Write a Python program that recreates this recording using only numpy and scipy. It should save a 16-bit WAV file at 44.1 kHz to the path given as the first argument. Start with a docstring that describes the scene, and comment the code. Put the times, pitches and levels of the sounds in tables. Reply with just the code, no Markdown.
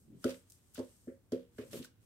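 """A hand mashes soaked rice in a metal bowl. A dull shuffle leads into a hollow thump with a sharp slap,
and wet grains swish and squelch under the fingers. More thumps follow about twice a second, from the
hand pushing into the bowl or a child patting a plastic stool beside it; grains rustle in between.
Near the end come a quick bright wipe, another shuffle and a few popping air pockets.
Throughout, a bare wall and floor answer briefly over a low room rumble."""
import sys
import numpy as np
from scipy import signal
from scipy.fft import rfft, irfft, next_fast_len
from scipy.io import wavfile

SR = 44100
rng = np.random.default_rng(int(sys.argv[2]) if len(sys.argv) > 2 else 0)


def int16_out(signal):
    """Quantize to a 16-bit WAV file."""
    q = np.round(np.clip(np.atleast_2d(signal).T, -1, 1) * 32767)
    wavfile.write(sys.argv[1], SR, q.astype(np.int16))


N = 90404

# Soft blows. 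Each row: start in seconds, level in dB, favoured frequency in Hz,
# fall to either side in dB per octave squared, factor on the modes' decay times.
BLOWS = [(0.2453, -24.5, 437, 2, 1), (.779, -34, 500, 2.5, 0.65), (.7905, -31, 510, 5.5, 0.73),
         (1.073, -35, 320, 15.5, 0.7), (1.097, -47, 626, 8.5, 0.89), (1.3213, -28, 338, 1, 1),
         (1.5854, -30.5, 363, 18, 0.59), (1.612, -41.5, 686, 8.5, 0.78), (1.731, -35, 473, 11, 0.72),
         (1.745, -37, 305, -7.5, 0.38), (1.796, -43.5, 196, 3.5, 0.96)]
# Modes of the hollow body. Each row: frequency in Hz, relative level in dB, base t60 in seconds.
BODY_MODES = [(180.8, -20, 0.36), (255.2, 0.5, 0.21), (287, -17, 0.11), (352.8, -4.5, 0.18),
              (393, -12.5, .05), (426.9, 2, 0.11), (476.8, -9.5, .26), (501, -2, 0.13), (543, -4, .165),
              (578.5, -9, 0.13), (653.5, -15.5, 0.13)]
def thumps():
    """Modal vibration: each blow rings the same damped modes, weighted by where it lands."""
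    thud_db, thud_hz, thud_t60_s = -16, 104, 0.18
    scatter_db, detune_fraction = 2.05, 0.0035
    attack_s, cutoff_hz, left_lead_s = 0.0025, 740, 0.00018
    out = np.zeros(N)
    t = since(0)[:SR // 2]
    for start, db, centre_hz, fall_db, ring_factor in BLOWS:
        ring = amp(db + thud_db) * fade(t, thud_t60_s) * np.sin(2 * np.pi * thud_hz * t)
        for hz, mode_db, t60 in BODY_MODES:
            scatter, detune = rng.standard_normal(2)
            weight_db = mode_db - fall_db * np.log2(hz / centre_hz) ** 2
            mode = np.sin(2 * np.pi * hz * (1 + detune_fraction * detune) * t)
            ring += amp(db + weight_db + scatter_db * scatter) * fade(t, t60 * ring_factor) * mode
        out += np.pad(ring * rise(t, attack_s) ** 2, (round(start * SR), N))[:N]
    soft = filtered(out, lambda hz: 1 / np.sqrt(1 + (hz / cutoff_hz) ** 20))
    return filtered(soft, lambda hz: np.exp(2j * np.pi * np.outer([.5, -.5], hz) * left_lead_s))


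# Skin impacts. Each row: start in seconds, clack level in dB, clack centre in Hz,
# clack half-width in octaves, snap level in dB, snap t60 in seconds.
SKIN_IMPACTS = [(0.2421, -35.5, 1417, .1, -32, 0.02), (0.7764, -52, 1480, 0.62, -53.5, 0.033),
                (0.79, -49, 880, 0.35, -52, 0.045), (1.078, -66.5, 1690, 0.27, -83, 0.11),
                (1.3197, -55, 1300, 0.72, -47.5, 0.041), (1.582, -54, 1570, 0.72, -66, 0.084),
                (1.7306, -47.5, 2000, 1, -45, .02)]
# Spectrum of the snap. Each row: frequency in Hz, relative level in dB.
SNAP_SPECTRUM = [(1000, -66), (2400, -41), (3100, 3.5), (4000, -3.5), (4900, 6.5), (6500, 1.5), (8400, -1),
                 (12000, -9.5), (15500, -23)]
# The snap's own panning. Each row: frequency in Hz, left minus right in dB.
SNAP_PAN = [(2000, -23), (5000, 4.5), (7000, -3), (9000, 1.5), (14000, 7)]
def slaps():
    """Impact noise: brief skin contact excites a broad band, a bright snap and a longer mid clack."""
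    attack_s, clack_t60_ratio = 0.00076, 2.37
    out = np.zeros((2, N))
    snap_noise = panned(coloured(noise(), SNAP_SPECTRUM), SNAP_PAN)
    for start, clack_db, clack_hz, octaves, snap_db, t60 in SKIN_IMPACTS:
        t = since(start)
        clack_noise = unit(spread(filtered(noise(), band(clack_hz, octaves))))
        clack = amp(clack_db) * clack_noise * fade(t, t60 * clack_t60_ratio)
        snap = amp(snap_db) * snap_noise * fade(t, t60)
        out += rise(t, attack_s) * (clack + snap)
    return out


# Envelopes of the firm swish and the light rub. Each row: time in seconds, level in dB.
SWISH_ENVELOPE = [(0, -93.5), (.22, -77.5), (.25, -54), (.31, -52.5), (.36, -74.5), (.44, -80.5),
                  (.73, -84), (.76, -64.5), (.80, -62.5), (.85, -74), (1.0, -83), (1.3, -100),
                  (1.33, -61.5), (1.40, -72), (1.5, -87.5), (1.6, -73), (1.70, -74), (1.74, -56),
                  (1.78, -58.5), (1.815, -66.5), (1.855, -67.5), (1.91, -89.5), (2.05, -81)]
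RUB_ENVELOPE = [(0, -74), (.05, -79), (.14, -88.5), (.23, -65.5), (.36, -64.5), (.45, -81), (.54, -66.5),
                (.6, -78), (.72, -75), (.92, -69.5), (1.08, -76), (1.2, -88.5), (1.5, -88), (1.58, -69.5),
                (1.69, -68.5), (1.82, -66), (1.9, -81), (1.98, -103.5), (2.02, -77)]
# Their spectra. Each row: frequency in Hz, relative level in dB.
SWISH_SPECTRUM = [(400, 0.5), (800, 1.5), (1500, 2.5), (2300, 2), (3200, 4.5), (5700, -6.5), (8500, -6),
                  (13700, -10.5), (15500, -18)]
RUB_SPECTRUM = [(1000, -28), (3800, -15), (5200, -6.5), (7200, -3.5), (8500, 2), (10000, -8.5), (13000, -7),
                (15500, -25)]
def stirring():
    """Granular friction: tiny slips sum to a coarse swish under pressure and a fine hiss in between."""
    swish = level(SWISH_ENVELOPE) * coloured(grains(per_s=4000), SWISH_SPECTRUM)
    rub = level(RUB_ENVELOPE) * coloured(grains(per_s=15000), RUB_SPECTRUM)
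    return swish + rub


# Wet clumps parting. Each row: start in seconds, level in dB, length in seconds, centre in Hz.
PARTING_CLUMPS = [(0.256, -71, 0.016, 2800), (.291, -51, 0.018, 4700), (0.341, -56.5, 0.0076, 2160),
                  (0.499, -59, 0.01, 8300), (0.518, -59.5, .008, 7100), (0.737, -62, .005, 9900),
                  (0.7434, -51.5, 0.009, 8300), (0.751, -56, 0.029, 3750), (0.845, -62, 0.0057, 7600),
                  (1.324, -67, 0.022, 3680), (1.609, -63, 0.024, 2390), (1.821, -54, 0.014, 3520),
                  (1.84, -57.5, 0.017, 8200), (1.844, -54.5, 0.011, 4200)]
def squelches():
    """Capillary adhesion gives way: wet grains part in short crackling bursts."""
    out = np.zeros((2, N))
    for start, db, length, centre_hz in PARTING_CLUMPS:
        age = np.e * since(start) / length  # the burst peaks at age 1
        crackle = unit(filtered(grains(per_s=2500), band(centre_hz, octaves=0.74)))
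        out += amp(db) * age * np.exp(1 - age) * crackle
    return out


# Air pockets in the rice. Each row: start in seconds, level in dB, frequency in Hz.
AIR_POCKETS = [(0.756, -48.5, 1490), (1.839, -54, 1840), (1.848, -43.5, 1510), (1.868, -62, 1130)]
def pops():
    """Cavity resonance: each air pocket rings as a damped sine when it opens."""
    out = np.zeros(N)
    for start, db, hz in AIR_POCKETS:
        t = since(start)
        out += amp(db) * np.sin(2 * np.pi * hz * t) * fade(t, t60=0.019) * rise(t, attack_s=0.00084)
    return out


# Spectrum of the wipe. Each row: frequency in Hz, relative level in dB.
WIPE_SPECTRUM = [(1500, -34), (3200, 2), (5500, -6), (7000, 0.5), (10000, -0.5), (13700, -2), (15500, -17)]
def wipe():
    """Sliding friction: one fast stroke of the hand hisses abruptly, holds and lets go."""
    start_s, attack_s, hold_s, level_db = 1.706, 0.012, 0.072, -56
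    onset = np.minimum(since(start_s) / attack_s, 1)
    release = fade(since(start_s + attack_s + hold_s), t60=0.1)
    return amp(level_db) * onset * release * coloured(grains(per_s=4000), WIPE_SPECTRUM)


# Envelope of the hand's drag. Each row: time in seconds, level in dB.
DRAG_ENVELOPE = [(0, -77), (.07, -67), (.115, -56), (.165, -59), (.21, -64.5), (.3, -93), (1.6, -75.5),
                 (1.68, -63), (1.81, -49), (1.87, -79.5), (2.0, -85)]
# Its spectrum. Each row: frequency in Hz, relative level in dB.
DRAG_SPECTRUM = [(70, -20), (130, -2.5), (190, -4.5), (270, -2.5), (400, -13.5), (650, -31), (1200, -70),
                 (4000, -83)]
def shuffle():
    """Friction at a soft contact: the hand drags along the bowl and makes dull, low noise."""
    return level(DRAG_ENVELOPE) * coloured(noise(), DRAG_SPECTRUM)


# Reverberation times. Each row: frequency in Hz, t60 in seconds.
ROOM_T60 = [(100, 0.21), (400, 0.24), (1500, 0.26), (5000, 0.23), (14000, 0.06)]
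def reverberation(x):
    """Diffuse reflection: wall and floor return a short tail, each frequency absorbed at its own rate."""
    delay_s = 0.008
    hz, t, spectra = signal.stft(spread(rng.standard_normal((2, SR // 2))), SR, nperseg=256)
    _, tail = signal.istft(spectra * fade(t, along(ROOM_T60, hz)[:, None]), SR, nperseg=256)
    response = np.pad(tail / np.linalg.norm(tail[0]), ((0, 0), (round(delay_s * SR), 0)))
    return signal.fftconvolve(x, response, axes=1)[:, :N]


# Spectrum of the room's background. Each row: frequency in Hz, relative level in dB.
RUMBLE_SPECTRUM = [(20, -31.5), (45, -6), (70, -1), (110, 1), (150, -8), (250, -10), (400, -16.5),
                   (700, -24.5), (1500, -30), (4000, -36), (9000, -36), (15500, -35)]
def rumble():
    """Stationary noise: a faint floor with most of its energy in the bass."""
    return amp(-68.5) * coloured(noise(), RUMBLE_SPECTRUM)


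def amp(db):
    """Decibels to gain."""
    return 10 ** (np.asarray(db) / 20)


def unit(x):
    """Normalisation to rms 1."""
    return x / np.sqrt(np.mean(x ** 2) + 1e-20)


def along(points, hz):
    """Interpolation of (Hz, value) points on a log axis."""
    point_hz, values = np.transpose(points)
    return np.interp(np.log(hz + 1), np.log(point_hz + 1), values)


def since(start):
    """Seconds since the start at every sample, zero before it."""
    return np.maximum(np.arange(N) / SR - start, 0)


def level(envelope):
    """Gain per sample from (s, dB) points."""
    return amp(np.interp(since(0), *np.transpose(envelope)))


def rise(t, attack_s):
    """Exponential approach to 1."""
    return 1 - np.exp(-t / attack_s)


def fade(t, t60):
    """Exponential decay by 60 dB in t60 seconds."""
    return np.exp(-np.log(1000) * t / t60)


def noise():
    """Two independent white noises."""
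    return rng.standard_normal((2, N))


def grains(per_s):
    """Shot noise: clicks of random size at random moments."""
    return noise() * (rng.random(N) < per_s / SR)


def band(centre_hz, octaves):
    """Band-pass response, falling to half gain the given octaves to either side."""
    return lambda hz: 1 / (1 + (np.log2((hz + 1) / centre_hz) / octaves) ** 2)


def filtered(x, response):
    """Linear filtering: the spectrum times a frequency response."""
    n = x.shape[-1]
    padded = next_fast_len(n + SR // 2)
    return irfft(rfft(x, padded) * response(np.fft.rfftfreq(padded, 1 / SR)), padded)[..., :n]


# Likeness of left and right. Each row: frequency in Hz, correlation from -1 to 1.
STEREO_CORRELATION = [(25, .6), (100, 0.76), (300, 0.75), (600, 0.23), (1300, 0.42), (2500, -0.18),
                      (5000, -0.0097), (12000, 0.1)]
def spread(pair):
    """Partial coherence: two unrelated signals mix as mid and side, most alike in the bass."""
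    def weights(hz):
        angle = np.arccos(np.clip(along(STEREO_CORRELATION, hz), -1, 1)) / 2
        return np.array([np.cos(angle), np.sin(angle)])
    mid, side = filtered(pair, weights)
    return np.array([mid + side, mid - side])


def coloured(pair, spectrum):
    """Spectral shaping into a stereo texture of rms 1."""
    return unit(spread(filtered(pair, lambda hz: amp(along(spectrum, hz)))))


def panned(x, balance):
    """A level difference leans each frequency to one side."""
    return filtered(x, lambda hz: amp(np.outer([.5, -.5], along(balance, hz))))


# Panning of all but the rumble. Each row: frequency in Hz, left minus right in dB.
SCENE_PAN = [(100, 0.5), (300, 0.6), (550, -2), (1400, 0), (3000, -0.5), (5000, -4.5), (9000, 2),
             (14000, 11)]
def scene():
    """Superposition: direct sound and its reflections add over the rumble."""
    reflected_db = -12
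    direct = thumps() + shuffle() + slaps() + squelches() + pops() + stirring() + wipe()
    reflected = amp(reflected_db) * reverberation(direct)
    return panned(direct + reflected, SCENE_PAN) + rumble()


def record(dry):
    """Band limiting: the microphone passes nothing above its top frequency."""
    top_hz = 15800
    return filtered(dry, lambda hz: hz < top_hz)


dry = scene()
out = record(dry)
int16_out(out)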